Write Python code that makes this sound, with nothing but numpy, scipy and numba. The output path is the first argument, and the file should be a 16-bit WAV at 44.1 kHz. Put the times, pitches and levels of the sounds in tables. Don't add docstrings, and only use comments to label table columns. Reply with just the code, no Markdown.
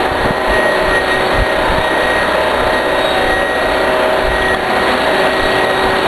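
import sys
import numpy as np
from scipy import signal
from scipy.fft import rfft, irfft
from scipy.io import wavfile
from scipy.ndimage import uniform_filter1d, map_coordinates
from numba import njit

SR = 44100
rng = np.random.default_rng(int(sys.argv[2]) if len(sys.argv) > 2 else 0)


def master_out(mix):
    frames = np.transpose(np.atleast_2d(mix))
    ceiling = np.clip(frames, -1, 1)
    pcm = np.round(ceiling * 32767).astype(np.int16)
    wavfile.write(sys.argv[1], SR, pcm)


N = 267687
T = np.arange(N) / SR


def undb(db):
    return 10 ** (np.asarray(db) / 20)


def curves(table, t=T):
    time_s, *columns = np.transpose(table)
    return [np.interp(t, time_s, column) for column in columns]


def walk(rate_hz, t=T):
    white = rng.standard_normal(int(20 * rate_hz) + 8)
    knots = uniform_filter1d(white, size=2) * 1.7
    return np.interp(t * rate_hz * 2, np.arange(len(knots)), knots)


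BREEZE_DB = -39
# (time [s], level at the height [dB], 1/e half-width [s])
GUSTS = [(.1, -28, 0.11), (0.246, -24, .07), (.52, -18.5, 0.063), (.9, -21, .1), (1.054, -38, .03),
         (1.18, -22, 0.035), (1.39, -7.5, 0.033), (1.6, -24, .05), (1.712, -18, 0.025),
         (1.788, -20.5, 0.045), (2.04, -27, 0.031), (2.19, -36, 0.05), (2.65, -22.5, 0.058),
         (2.946, -37, 0.11), (3.323, -26, 0.1), (3.69, -28, 0.053), (3.87, -28, .04), (4.296, -15, 0.057),
         (4.47, -23, 0.11), (5.455, -20.5, .04), (5.885, -24.5, 0.054)]
# (time [s], peak [dB], 1/e half-width [s], push +1 or pull -1)
BUFFETS = [(.119, -10, .0022, -1), (.254, -10, .0013, -1), (.2595, -6, .0013, 1), (.309, 1, .001, 1),
           (.86, -15, .004, 1), (1.383, -12, .004, 1), (1.42, -7, .0025, -1), (1.426, -7, .0025, 1),
           (1.70, -13, .003, -1), (1.713, -13, .003, 1), (1.72, -10, .0015, -1), (1.785, -6, .0014, 1),
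           (2.645, -14, .005, 1), (4.28, -14, .006, 1)]


def wind(low_hz=5.7, high_hz=69.0, flutter_db=-0.5, rebound=2.9):
    band = signal.butter(2, [low_hz, high_hz], "band", fs=SR, output="sos")
    rumble = signal.sosfilt(band, rng.standard_normal(N))
    air = undb(BREEZE_DB)
    for time_s, db, width_s in GUSTS:
        air = air + undb(db) * np.exp(-((T - time_s) / width_s) ** 2)
    out = rumble / rumble.std() * air * undb(flutter_db * walk(24))
    for time_s, peak_db, width_s, sign in BUFFETS:
        u = (T - time_s) / width_s
        spike = np.exp(-u ** 2)
        swing_back = np.exp(-(u / rebound) ** 2) / rebound
        unit_peak = (spike - swing_back) * rebound / (rebound - 1)
        out = out + sign * undb(peak_db) * unit_peak
    return out


# (time [s], peak [dB], lightness [0-1]); at 1 only the top mode rings
KNOCKS = [(4.359, -16, 1), (4.421, -12, 1), (4.484, -11, 1), (4.546, 3, 0), (4.606, -8, 0), (4.703, -7, 0),
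          (4.865, -9, 0), (4.997, -8, 0), (5.396, -5, 0), (5.566, -9, 0)]
# (frequency [Hz], level [dB], 60 dB decay time [s])
LAMP_MODES = [(750, 0, .03), (1150, 0, .03), (1700, -4, .02), (3350, -6, .025)]


def lamp():
    out, t = np.zeros(N), T[:SR // 10]
    detunes = rng.standard_normal((len(KNOCKS), len(LAMP_MODES)))
    for (time_s, peak_db, lightness), detune in zip(KNOCKS, detunes):
        rings = []
        for (hz, mode_db, t60_s), d in zip(LAMP_MODES, detune):
            tone = np.sin(2 * np.pi * hz * (1 + 0.022 * d) * t)
            rings.append(undb(mode_db) * tone * 1000 ** (-t / t60_s))
        ring = rings[-1] + (1 - lightness) * sum(rings[:-1])
        start = int(time_s * SR)
        out[start:start + len(t)] += undb(peak_db) * ring / np.abs(ring).max()
    return out


TEETH = 60
# (time [s], teeth passing per second [Hz])
TOOTH_RATE = [(0.0, 1883.0), (0.7, 1889.5), (1.0, 1882.0), (1.25, 1886.0), (1.6, 1881.5), (2.25, 1889.0),
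              (2.5, 1885.5), (3.0, 1888.5), (3.5, 1896.0), (3.8, 1893.0), (4.75, 1894.0), (5.5, 1901.5),
              (5.75, 1898.5), (6.0, 1892.5)]


def shaft_angle():
    return 2 * np.pi * np.cumsum(curves(TOOTH_RATE)[0]) / TEETH / SR


# (frequency [Hz], density [dB per Hz])
ROAR = [(30, -69), (90, -61.5), (160, -59.5), (250, -51), (400, -50.5), (580, -48), (800, -48.5),
        (1100, -51.5), (1500, -52), (1900, -52.5), (2150, -56), (3000, -59.5), (3800, -60), (4600, -61.5)]


def roar_db(hz):
    table_hz, density_db = np.transpose(ROAR)
    return np.interp(np.log(hz), np.log(table_hz), density_db)


# (time [s], boom < 300 Hz [dB], middle [dB], hiss >= 1200 Hz [dB])
LOAD = [(0, -3, 0, -3), (.6, 4.5, 3.2, -1.2), (1, 0.5, 0, -0.5), (1.5, 0.3, 0.8, -1), (3, -4.5, -3, -3),
        (4.3, -0.3, 0, -1.7), (5, 5.5, 2.5, 2), (6.07, 7.5, 4.6, 2.4)]


def roar(angle, swell_db=0.5, flicker_db=1.0, throb=0.18, low_throb=.04):
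    hz = np.fft.rfftfreq(N + 1, 1 / SR) + 1
    boom_db, middle_db, hiss_db = curves(LOAD)
    beat = 0.41 * np.cos(angle / 2) + 0.68 * np.cos(angle + 1) + 0.66 * np.cos(2 * angle)
    beat = beat + 0.54 * np.cos(3 * angle) + .5 * np.cos(4 * angle + 2)
    swell, out = walk(9), 0
    for centre_hz in 32 * 2 ** np.arange(0, 7.6, .5):
        share = np.cos(np.pi * np.clip(np.log2(hz / centre_hz), -.5, .5))
        spectrum = rfft(rng.standard_normal(N + 1)) * share * undb(roar_db(hz))
        band = irfft(spectrum, N + 1)[:N] * np.sqrt(SR / 2)
        depth = low_throb + throb * (centre_hz / 4000) ** 1.5
        load_db = boom_db if centre_hz < 300 else middle_db if centre_hz < 1200 else hiss_db
        db = load_db + swell_db * swell + flicker_db * walk(14)
        out = out + band * undb(db) * (1 + depth * beat)
    return out


CLEAR_ORDERS = [2, 4, 5.5, 8, 10, 11.5, 13, 16, 17, 18, 19, 28, 30, 32, 40, 44, 48, 52, 53, 56, 59, 61]
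CLEAR_DB = [-40, -46, -41, -38, -36.5, -34.5, -37.5, -31.5, -34, -28, -29.5, -30.5, -33.5, -31.5, -39.5,
            -36.5, -36, -35.5, -39, -36.5, -33.5, -35.5]
FOURTH_DB, EVEN_DB, ODD_DB, HALF_DB = 5.5, 9, 9, 8.5
# (time [s], order 12 [dB], order 20 [dB], order 24 [dB])
DRONE = [(0, -28.5, -24, -23.5), (.45, -25.5, -21.5, -30), (.85, -23, -18.5, -46), (1.1, -22.5, -30.5, -22),
         (1.6, -29, -21, -33), (2.05, -29.5, -24.5, -31), (2.3, -33, -18.5, -35), (2.8, -29, -24, -36),
         (3.05, -25, -22, -27), (3.35, -32, -28, -22), (3.6, -24.5, -22.5, -26), (3.9, -26.5, -19.5, -32),
         (4.4, -25.5, -19, -26), (4.68, -24.5, -31, -21.5), (5.1, -23, -22.5, -28.5),
         (6.07, -20.5, -28, -24)]
# (time [s], level [dB])
WHINE = [(0, -31), (.4, -23), (.46, -34), (.53, -15.5), (.68, -15), (.84, -26.5), (.98, -10.5), (1.06, -30),
         (1.12, -14.5), (1.28, -33), (1.4, -20.5), (1.5, -18.5), (1.6, -33), (1.74, -34), (1.84, -20.5),
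         (2.21, -20), (2.3, -30), (2.64, -31.5), (2.75, -20), (2.9, -25.5), (3.2, -40), (3.32, -18),
         (3.52, -19), (3.6, -23.5), (4.24, -32), (4.33, -20), (4.53, -16.5), (4.58, -33), (4.75, -20.5),
         (5.05, -29), (5.2, -20.5), (5.95, -21), (6.07, -33)]
# (time [s], level [dB])
OCTAVE = [(0, -50), (.95, -46), (1.12, -31), (1.4, -41), (2.15, -31.5), (2.45, -36), (3.1, -33.5),
          (3.7, -34), (3.97, -50), (4.3, -38), (4.8, -37), (5.0, -34.5), (5.3, -35), (6.07, -35)]
# (time [s], over usual level [dB])
UPPER = [(0, -2), (.5, 3), (1.0, 0), (1.35, -8), (1.6, 3.5), (2.05, -1.5), (2.5, 4), (2.95, 2), (3.3, -5),
         (3.65, -3), (3.9, 3), (4.4, -1.5), (5.05, 2), (5.6, -5), (5.9, 5), (6.07, 2)]
DRONE_FADE_DB, WHINE_FADE_DB, OCTAVE_FADE_DB = 1.7, 1, 3


def hum(angle, fade_db=3.5, fade_rate_hz=9., waver_rad=0.39, waver_rad_per_order=0.0058):
    t, angle = T[::4], angle[::4]
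    steady_db = dict(zip(CLEAR_ORDERS, CLEAR_DB))
    led_curves = curves(DRONE, t) + curves(WHINE, t) + curves(OCTAVE, t)
    led_db = dict(zip([12, 20, 24, TEETH, 2 * TEETH], led_curves))
    upper_db = curves(UPPER, t)[0]
    led_db.update({order: steady_db[order] + upper_db for order in (28, 30, 32)})
    start_hz = TOOTH_RATE[0][1] / TEETH
    out = 0
    for order in [*np.arange(2, 40, .5), *range(40, 125)]:
        fade = walk(fade_rate_hz, t)
        if order in led_db:
            spread_db = (DRONE_FADE_DB if order < TEETH
                         else WHINE_FADE_DB if order == TEETH else OCTAVE_FADE_DB)
            db = led_db[order] + spread_db * fade
        else:
            over_db = (HALF_DB if order % 1 else ODD_DB if order % 2
                       else EVEN_DB if order % 4 else FOURTH_DB)
            db = steady_db.get(order, roar_db(order * start_hz) + over_db) + fade_db * fade
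        phase = order * angle + 2 * np.pi * rng.random()
        phase = phase + (waver_rad + waver_rad_per_order * order) * walk(6, t)
        out = out + undb(db) * np.sqrt(2) * np.sin(phase)
    return signal.resample_poly(out, 4, 1)[:N]


def scene():
    angle = shaft_angle()
    engine = undb(1.06) * (hum(angle) + roar(angle))
    return (engine + wind() + lamp())[None]


@njit
def limiter(x, top, release_per_sample):
    y, envelope = np.empty(len(x)), top
    for i in range(len(x)):
        envelope = max(abs(x[i]), envelope + (top - envelope) * release_per_sample)
        y[i] = x[i] * top / envelope
    return y


LIMIT, RELEASE_S = .8, .13
CAMERA_HZ, HELD_RATE_HZ, TOP_HZ = 4480, 32000, 12600


def record(dry):
    x = limiter(dry[0], LIMIT, 1 / (RELEASE_S * SR))
    x = signal.sosfilt(signal.cheby1(14, .5, CAMERA_HZ, fs=SR, output="sos"), x)
    held_index = np.round(T * HELD_RATE_HZ) * SR / HELD_RATE_HZ
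    x = map_coordinates(x, [held_index], order=3, mode="nearest")
    return signal.sosfilt(signal.ellip(16, .2, 70, TOP_HZ, fs=SR, output="sos"), x)[None]


dry = scene()
out = record(dry)
master_out(out)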